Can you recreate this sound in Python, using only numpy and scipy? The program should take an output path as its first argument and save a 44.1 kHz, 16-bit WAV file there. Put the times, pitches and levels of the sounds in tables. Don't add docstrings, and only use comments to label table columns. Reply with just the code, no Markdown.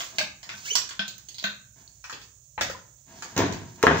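import sys
import numpy as np
from scipy import signal
from scipy.fft import rfft, irfft, next_fast_len
from scipy.io import wavfile
from scipy.ndimage import uniform_filter1d, map_coordinates

SR = 44100
rng = np.random.default_rng(int(sys.argv[2]) if len(sys.argv) > 2 else 0)


def decibels_to_gain(level_db):
    exponent = np.asarray(level_db, float) / 20
    return 10 ** exponent


def wrap_up_sound(samples):
    columns = np.atleast_2d(samples).T
    tamed = np.clip(columns, -1, 1)
    steps = np.round(tamed * 32767).astype(np.int16)
    wavfile.write(sys.argv[1], SR, steps)


N = 176400


def unit(x):
    return x / np.sqrt(np.mean(x ** 2))


def colour(x, table, per=decibels_to_gain):
    n = next_fast_len(x.shape[-1])
    table = np.array(table, float)
    f = np.maximum(np.arange(n // 2 + 1) * SR / n, 1)
    outline = np.interp(np.log(f), np.log(table[:, 0]), table[:, 1])
    return irfft(rfft(x, n) * per(outline), n)[..., :x.shape[-1]]


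def causal(db):
    cepstrum = irfft(db * np.log(10) / 20)
    half = len(cepstrum) // 2
    cepstrum[1:half] *= 2
    cepstrum[half + 1:] = 0
    return np.exp(rfft(cepstrum))


def band(x, hz, width):
    return signal.lfilter(*signal.iirpeak(hz, hz / width, fs=SR), x)


def walk(rate):
    k = int(SR / rate)
    steps = np.repeat(rng.standard_normal(N // k + 1), k)
    return unit(uniform_filter1d(steps, k)[:N])


def add(out, x, s):
    i = max(int(s * SR), 0)
    out[..., i:i + x.shape[-1]] += x[..., :N - i]


def ring(hz, db, t60):
    rise_cycles = 0.8
    t, hz = np.arange(SR // 4)[:, None] / SR, np.asarray(hz)
    fade = decibels_to_gain(np.asarray(db) - 60 * t / t60)
    swell = 1 - np.exp(-t * hz / rise_cycles)
    return (fade * swell * np.sin(2 * np.pi * hz * t)).sum(axis=1)


def taps(table):
    out = np.zeros(N)
    for s, db, hz, t60 in table:
        add(out, ring([hz], [db], t60), s)
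    return out


def pair(count):
    alike_hz = 557
    mid, side = rng.standard_normal((2, count))
    side = signal.lfilter(*signal.butter(1, alike_hz, "high", fs=SR), side)
    return np.array([mid + side, mid - side])


def hut(x, room_db, lag_s):
    # (f/Hz, t60/s)
    room = [(100, 0.85), (400, 0.3), (1500, 0.38), (5000, 0.31), (15000, 0.22)]
    room_hz, room_t60 = np.array(room).T
    rise_s = 0.00043
    t, tail = np.arange(SR // 2) / SR, 0
    for hz in 60 * 2. ** np.arange(9):
        t60 = np.interp(np.log(hz), np.log(room_hz), room_t60)
        tail = tail + band(pair(len(t)), hz, hz * 0.8) * decibels_to_gain(-60 * t / t60)
    tail = tail * (1 - np.exp(-t / rise_s))
    tail = tail * decibels_to_gain(room_db) / np.sqrt(np.sum(tail ** 2) / 2)
    left = map_coordinates(x, [np.arange(N) - lag_s * SR], mode="nearest")
    return np.array([left, x]) + signal.fftconvolve(x[None], tail, axes=1)[:, :N]


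def strike_wood(hits, chatter_s, snap_db, click_db):
    share_hz = (100, 400, 700, 1300, 3400, 6800, 16000)
    tick_s, contact_s = 0.00079, 0.0003
    sub_db, wood_db, crack_db, air_db, level_db = -8.5, 1.5, -11.5, 0.5, 6.5 - 5
    out, t = np.zeros(N), np.arange(4096) / SR
    env = np.exp(-t / chatter_s) + decibels_to_gain(snap_db) * np.exp(-t / tick_s)
    env = env * (1 - np.exp(-t / contact_s))
    for s, db, body, knock, edge in hits:
        grit = np.sign(rng.standard_normal(len(t))) * env
        share = np.array([body + sub_db, body, (body + knock) / 2 + wood_db, knock,
                          crack_db + click_db, edge, edge + air_db])
        share = share - 10 * np.log10(np.array(share_hz) / 10300.0)
        add(out, decibels_to_gain(db + level_db) * colour(grit, np.c_[share_hz, share], causal), s)
    return out


def background():
    # (f/Hz, level/dB)
    rumble_outline = [(15, -22.5), (25, -13.5), (55, -3.5), (80, -8.5), (123, 2.5), (141, -5), (229, -29),
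                      (533, -35), (569, -20), (849, -45.5), (5000, -35), (6500, -64), (11000, -120)]
    # (f/Hz, level/dB)
    mains = [(60, -66)]
    # (f/Hz, level/dB)
    hiss_outline = [(1000, -41), (4500, -30), (5800, -3.5), (6800, 4), (9000, 7), (11000, -2),
                    (16000, -0.5)]
    hiss_db = (-61, -49)
    t = np.arange(N) / SR
    rumble = unit(colour(pair(N), rumble_outline)) * decibels_to_gain(-61.5 + 0.88 * walk(1.5))
    hum = sum(decibels_to_gain(db + 2.2 * walk(2.2)) * np.sin(2 * np.pi * hz * t) for hz, db in mains)
    hiss = unit(colour(rng.standard_normal((2, N)), hiss_outline)) * decibels_to_gain(np.array(hiss_db))[:, None]
    return rumble + hum + hiss


def rustle():
    # (t/s, level/dB)
    motion = [(0, -33), (.17, -46.5), (.3, -63), (.42, -65), (0.499, -47.5), (0.621, -41), (0.691, -28.5),
              (0.746, -34), (0.951, -70.5), (1.35, -55), (1.7, -72), (1.78, -56.5), (1.952, -65.5),
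              (2.1, -58), (2.32, -66), (3.03, -65), (3.17, -47.5), (3.7, -53.5), (3.95, -49), (4, -28)]
    # (f/Hz, level/dB)
    threads = [(300, -13), (1000, -8.5), (3000, -3.5), (6500, 2.5), (10000, 4.5), (16000, 0.5)]
    grains = rng.standard_normal(N) * decibels_to_gain(2.5 * rng.exponential(size=N) + 2.5 * walk(40))
    level_db = np.interp(np.arange(N) / SR, *np.array(motion).T)
    return unit(colour(grains, threads)) * decibels_to_gain(level_db)


def sticks():
    # (t/s, peak level/dB, then body, knock and edge shares/dB)
    hits = [(0.005, -25.5, -21, -14, -9), (0.184, -13, -32, -14, -12.5), (0.43, -32.5, -32, -20.5, -12),
            (0.491, -22, -43, -17.5, -23.5), (0.754, -12.5, -40, -19, -6.5), (0.891, -30, -30, -16, -7.5),
            (0.909, -33, -25, -18, -23), (0.993, -12.5, -49.5, -24.5, -33.5), (1.08, -27.5, -26, -37, -10),
            (1.181, -44.5, -21, -14.5, -5), (1.286, -33, -23.5, -29.5, -9), (1.344, -35, -37.5, -27, -13),
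            (1.383, -28, -41, -27.5, -14.5), (1.427, -33, -17, -30.5, -15),
            (1.44, -12.5, -42.5, -21.5, -25.5)]
    return strike_wood(hits, 0.0059, 14.75, -1.3)


def frame():
    # (f/Hz, width/Hz, level/dB)
    modes = [(54.7, 13, -25), (114, 68, 6.5), (170, 45, 9.5), (214, 41, 3.5), (340, 90, 0), (514, 20, -15),
             (673, 91, 5), (918, 140, -1.5), (1250, 130, -24.5), (1513, 210, -7.5)]
    # (t/s, level/dB, rise/s, t60/s)
    shudders = [
        (3.365, -23, 0.0061, 0.58),
        (3.84, -21.5, 0.061, 1),
        (2.58, -39.5, 0.0211, 0.45),
        (2.6, -74, 0.027, 0.33),
        (3.06, -44, 0.074, 1),
        (1.755, -56, 0.0078, 0.59),
        (0.455, -45.5, 0.039, .6),
        (0.12, -42, 0.026, 0.25),
        (3.77, -47, 0.028, 1),
        (3.3, -45, 0.046, 0.83),
    ]
    t, env = np.arange(N) / SR, np.zeros(N)
    for s, db, rise, t60 in shudders:
        u = np.maximum(t - s, 0)
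        env += decibels_to_gain(db - 60 * u / t60) * (1 - np.exp(-u / rise))
    jolts = rng.standard_normal(N) * (rng.random(N) < 500 / SR)
    jolts = jolts + 0.14 * rng.standard_normal(N)

    def body(x):
        return sum(decibels_to_gain(db) * band(x, hz, 1.0 * width) for hz, width, db in modes)

    return body(jolts * env) / np.std(body(jolts))


def rod():
    # (t/s, level/dB, f/Hz, t60/s)
    dull_taps = [(2.578, -23.5, 850, 0.066), (2.698, -20.5, 530, 0.032), (2.748, -33.5, 1010, 0.086),
                 (.186, -30, 650, 0.055), (.205, -25.5, 622.5, 0.087), (.212, -22.5, 1600, .04),
                 (.228, -33.5, 202, 0.078), (2.611, -24, 538, 0.05), (2.613, -21, 1675, 0.034),
                 (.752, -25, 960, 0.037), (3.836, -2, 459.5, 0.05)]
    # (f/Hz, level/dB, t60/s)
    modes = [(200, -6, .13), (1512, -2, .12), (1543, -6, .24), (1750, -13, .07), (2450, -10, .07),
             (3270, -4, .11), (662, -13, .08)]
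    # (t/s, level/dB)
    blows = [
        (0.539, -39.5),
        (.993, -22),
        (1.441, -22.5),
    ]
    out = taps(dull_taps)
    hz, db, t60 = np.array(modes).T
    for s, hit_db in blows:
        detuned = hz * (1 + 0.0023 * rng.standard_normal(len(hz)))
        add(out, ring(detuned, db + hit_db, t60), s)
    return out


def squeak():
    # (t/s, pitch f/Hz, level/dB)
    glide = [(.64, 1250, -58), (.655, 1370, -45), (.667, 1680, -38), (.68, 2150, -39), (.69, 2350, -35),
             (.702, 2780, -35), (.714, 3000, -30), (.724, 3150, -36), (.738, 3450, -31), (.748, 3500, -38),
             (.756, 3500, -70)]
    harmonics = (2, 2, -8, -20)
    # (f/Hz, level/dB)
    shuttle_body = [(1500, -2), (2400, 1), (3000, 0), (3250, -12), (4800, -12), (5700, 1), (7000, 0),
                    (9000, -4)]
    s, hz, db = np.array(glide).T
    t = np.arange(N) / SR
    pitch = np.interp(t, s, hz) * (1 + 0.011 * walk(300))
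    phase = 2 * np.pi * np.cumsum(pitch) / SR
    tone = sum(decibels_to_gain(g + 3.5 * walk(150)) * np.sin(k * phase) for k, g in enumerate(harmonics, 1))
    level_db = np.interp(t, s, db, left=-120, right=-120)
    return colour(tone * decibels_to_gain(level_db), shuttle_body)


def ticks():
    # (t/s, level/dB, f/Hz, t60/s)
    contacts = [(.717, -29, 450, .035), (1.0795, -26, 15200, .012), (1.0795, -28, 4300, .008),
                (1.181, -32, 15200, .015), (1.181, -42, 6200, .01), (1.398, -27, 4050, .015),
                (1.4405, -17, 4000, .01), (1.877, -36, 4400, .012), (1.877, -42, 6200, .008),
                (2.616, -19, 2600, .015), (3.224, -32, 5000, .005), (3.535, -34, 1700, .02)]
    return taps(contacts)


def beats():
    # (t/s, peak level/dB, then body, knock and edge shares/dB)
    hits = [
        (2.041, -31.5, -30.5, -5.5, -10),
        (2.097, -34, -26, -4.5, -6),
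        (2.127, -26.5, -16.5, -25.5, -17),
        (2.215, -34.5, -41, -21, -12.5),
        (2.579, -29, -11, -4, -30),
        (2.61, -12.5, -23.5, -16, -12.5),
        (2.699, -32, -14, -5, -6),
        (3.223, -29, -24.5, -6.5, -7.5),
        (3.249, -37, -13, -19, -36),
        (3.524, -32.5, -13, -15, -6),
    ]
    return strike_wood(hits, 0.0059, 10.6, -0.96)


def blows():
    # (t/s, peak level/dB, then body, knock and edge shares/dB)
    hits = [
        (3.365, -20.5, -12, -14.5, -12.5),
        (3.378, -16.5, -14, -12, -6.5),
        (3.391, -16.5, -4.5, -4.5, -26),
        (3.436, -25.5, -4, -7, -20),
        (3.465, -31, -5.5, -12, -11.5),
        (3.828, -12.5, -28, -5.5, -9),
        (3.836, -15, -7, 0, -46),
        (3.868, -12.5, -7.5, -2, -35.5),
        (3.878, -17, -4.5, -3, -51.5),
        (3.91, -20.5, -9, -0.5, -53.5),
    ]
    # (t/s, level/dB, f/Hz, t60/s)
    joints = [(3.366, -19, 199.5, .06), (3.381, -17, 700, .02), (3.384, -20, 292, 0.044),
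              (3.392, -11, 486, 0.036), (3.395, -15, 204, 0.037), (3.403, -13, 408, 0.027),
              (3.414, -19.5, 351, 0.036), (3.423, -18.5, 220, 0.033), (3.433, -20, 603, 0.031),
              (3.437, -12.5, 299, 0.04), (3.448, -19, 305, 0.032), (3.465, -21, 304, 0.024),
              (3.486, -32, 265, .04), (3.5, -27.5, 255, 0.054), (3.838, -8.5, 1100, 0.019),
              (3.846, -10.5, 493, 0.037), (3.877, -10, 700, 0.036), (3.909, -13, 890, .02),
              (3.418, -22, 1760, 0.017), (3.404, -12.5, 987, 0.017), (3.861, -21.5, 200, 0.037),
              (3.8682, 2, 1690, 0.0066), (3.8684, -6.5, 2780, 0.0047), (3.871, -10.5, 477, 0.035),
              (3.874, -11, 1224, 0.027), (3.885, -18.5, 378, 0.041), (3.897, -13.5, 340, 0.056),
              (3.908, -9.5, 400, 0.023), (3.923, -16, 423, .04), (3.94, -19.5, 400, 0.037),
              (3.955, -16, 416, 0.026), (3.957, -20.5, 916, 0.028), (3.969, -17, 219, .03),
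              (3.979, -18, 417, .03)]
    return strike_wood(hits, 0.0058, 12.6, -3.5) + taps(joints)


def scene():
    mix = background()
    mix = mix + hut(squeak() + rustle(), -5.5, 0.00024)
    mix = mix + hut(sticks(), 4.7, 0.00025)
    mix = mix + hut(rod(), -8, 0.00011)
    mix = mix + hut(ticks(), -5.5, 0.00028)
    mix = mix + hut(beats(), 5.03, 0.0001)
    return mix + hut(blows() + frame(), -1.6, -0.000084)


def gate(x):
    gate_hz = (9300, 14300)
    floor_db, mask_db = -98, -51
    f, _, z = signal.stft(x, SR, nperseg=1024)
    floor = np.maximum(decibels_to_gain(floor_db), decibels_to_gain(mask_db) * np.abs(z).max(axis=1, keepdims=True))
    treble = (f > gate_hz[0]) & (f < gate_hz[1])
    weak = (np.abs(z) < floor) & treble[:, None]
    return signal.istft(np.where(weak, 0, z), SR, nperseg=1024)[1][:, :N]


def top_cut(x):
    return signal.sosfilt(signal.butter(12, 16850, fs=SR, output="sos"), x)


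def record(dry):
    # (f/Hz, level/dB)
    port_left = [(100, -1.5), (1500, 1.5), (4500, 0), (6700, -12), (9100, -17.5), (9800, -22),
                 (13600, -22.5), (15200, -9.5)]
    # (f/Hz, level/dB)
    port_right = [(100, 0.5), (1500, -2.5), (4500, 2.5), (6700, 7), (9100, -20.5), (9800, -20.5),
                  (13600, -25), (15200, 1)]
    bass_hz, top_hz = 45, 15650
    ports = np.array([colour(dry[0], port_left), colour(dry[1], port_right)])
    ports = signal.sosfilt(signal.butter(2, bass_hz, "high", fs=SR, output="sos"), ports)
    ports = signal.sosfilt(signal.ellip(10, 0.5, 45, top_hz, fs=SR, output="sos"), ports)
    return top_cut(gate(ports))


dry = scene()
out = record(dry)
wrap_up_sound(out)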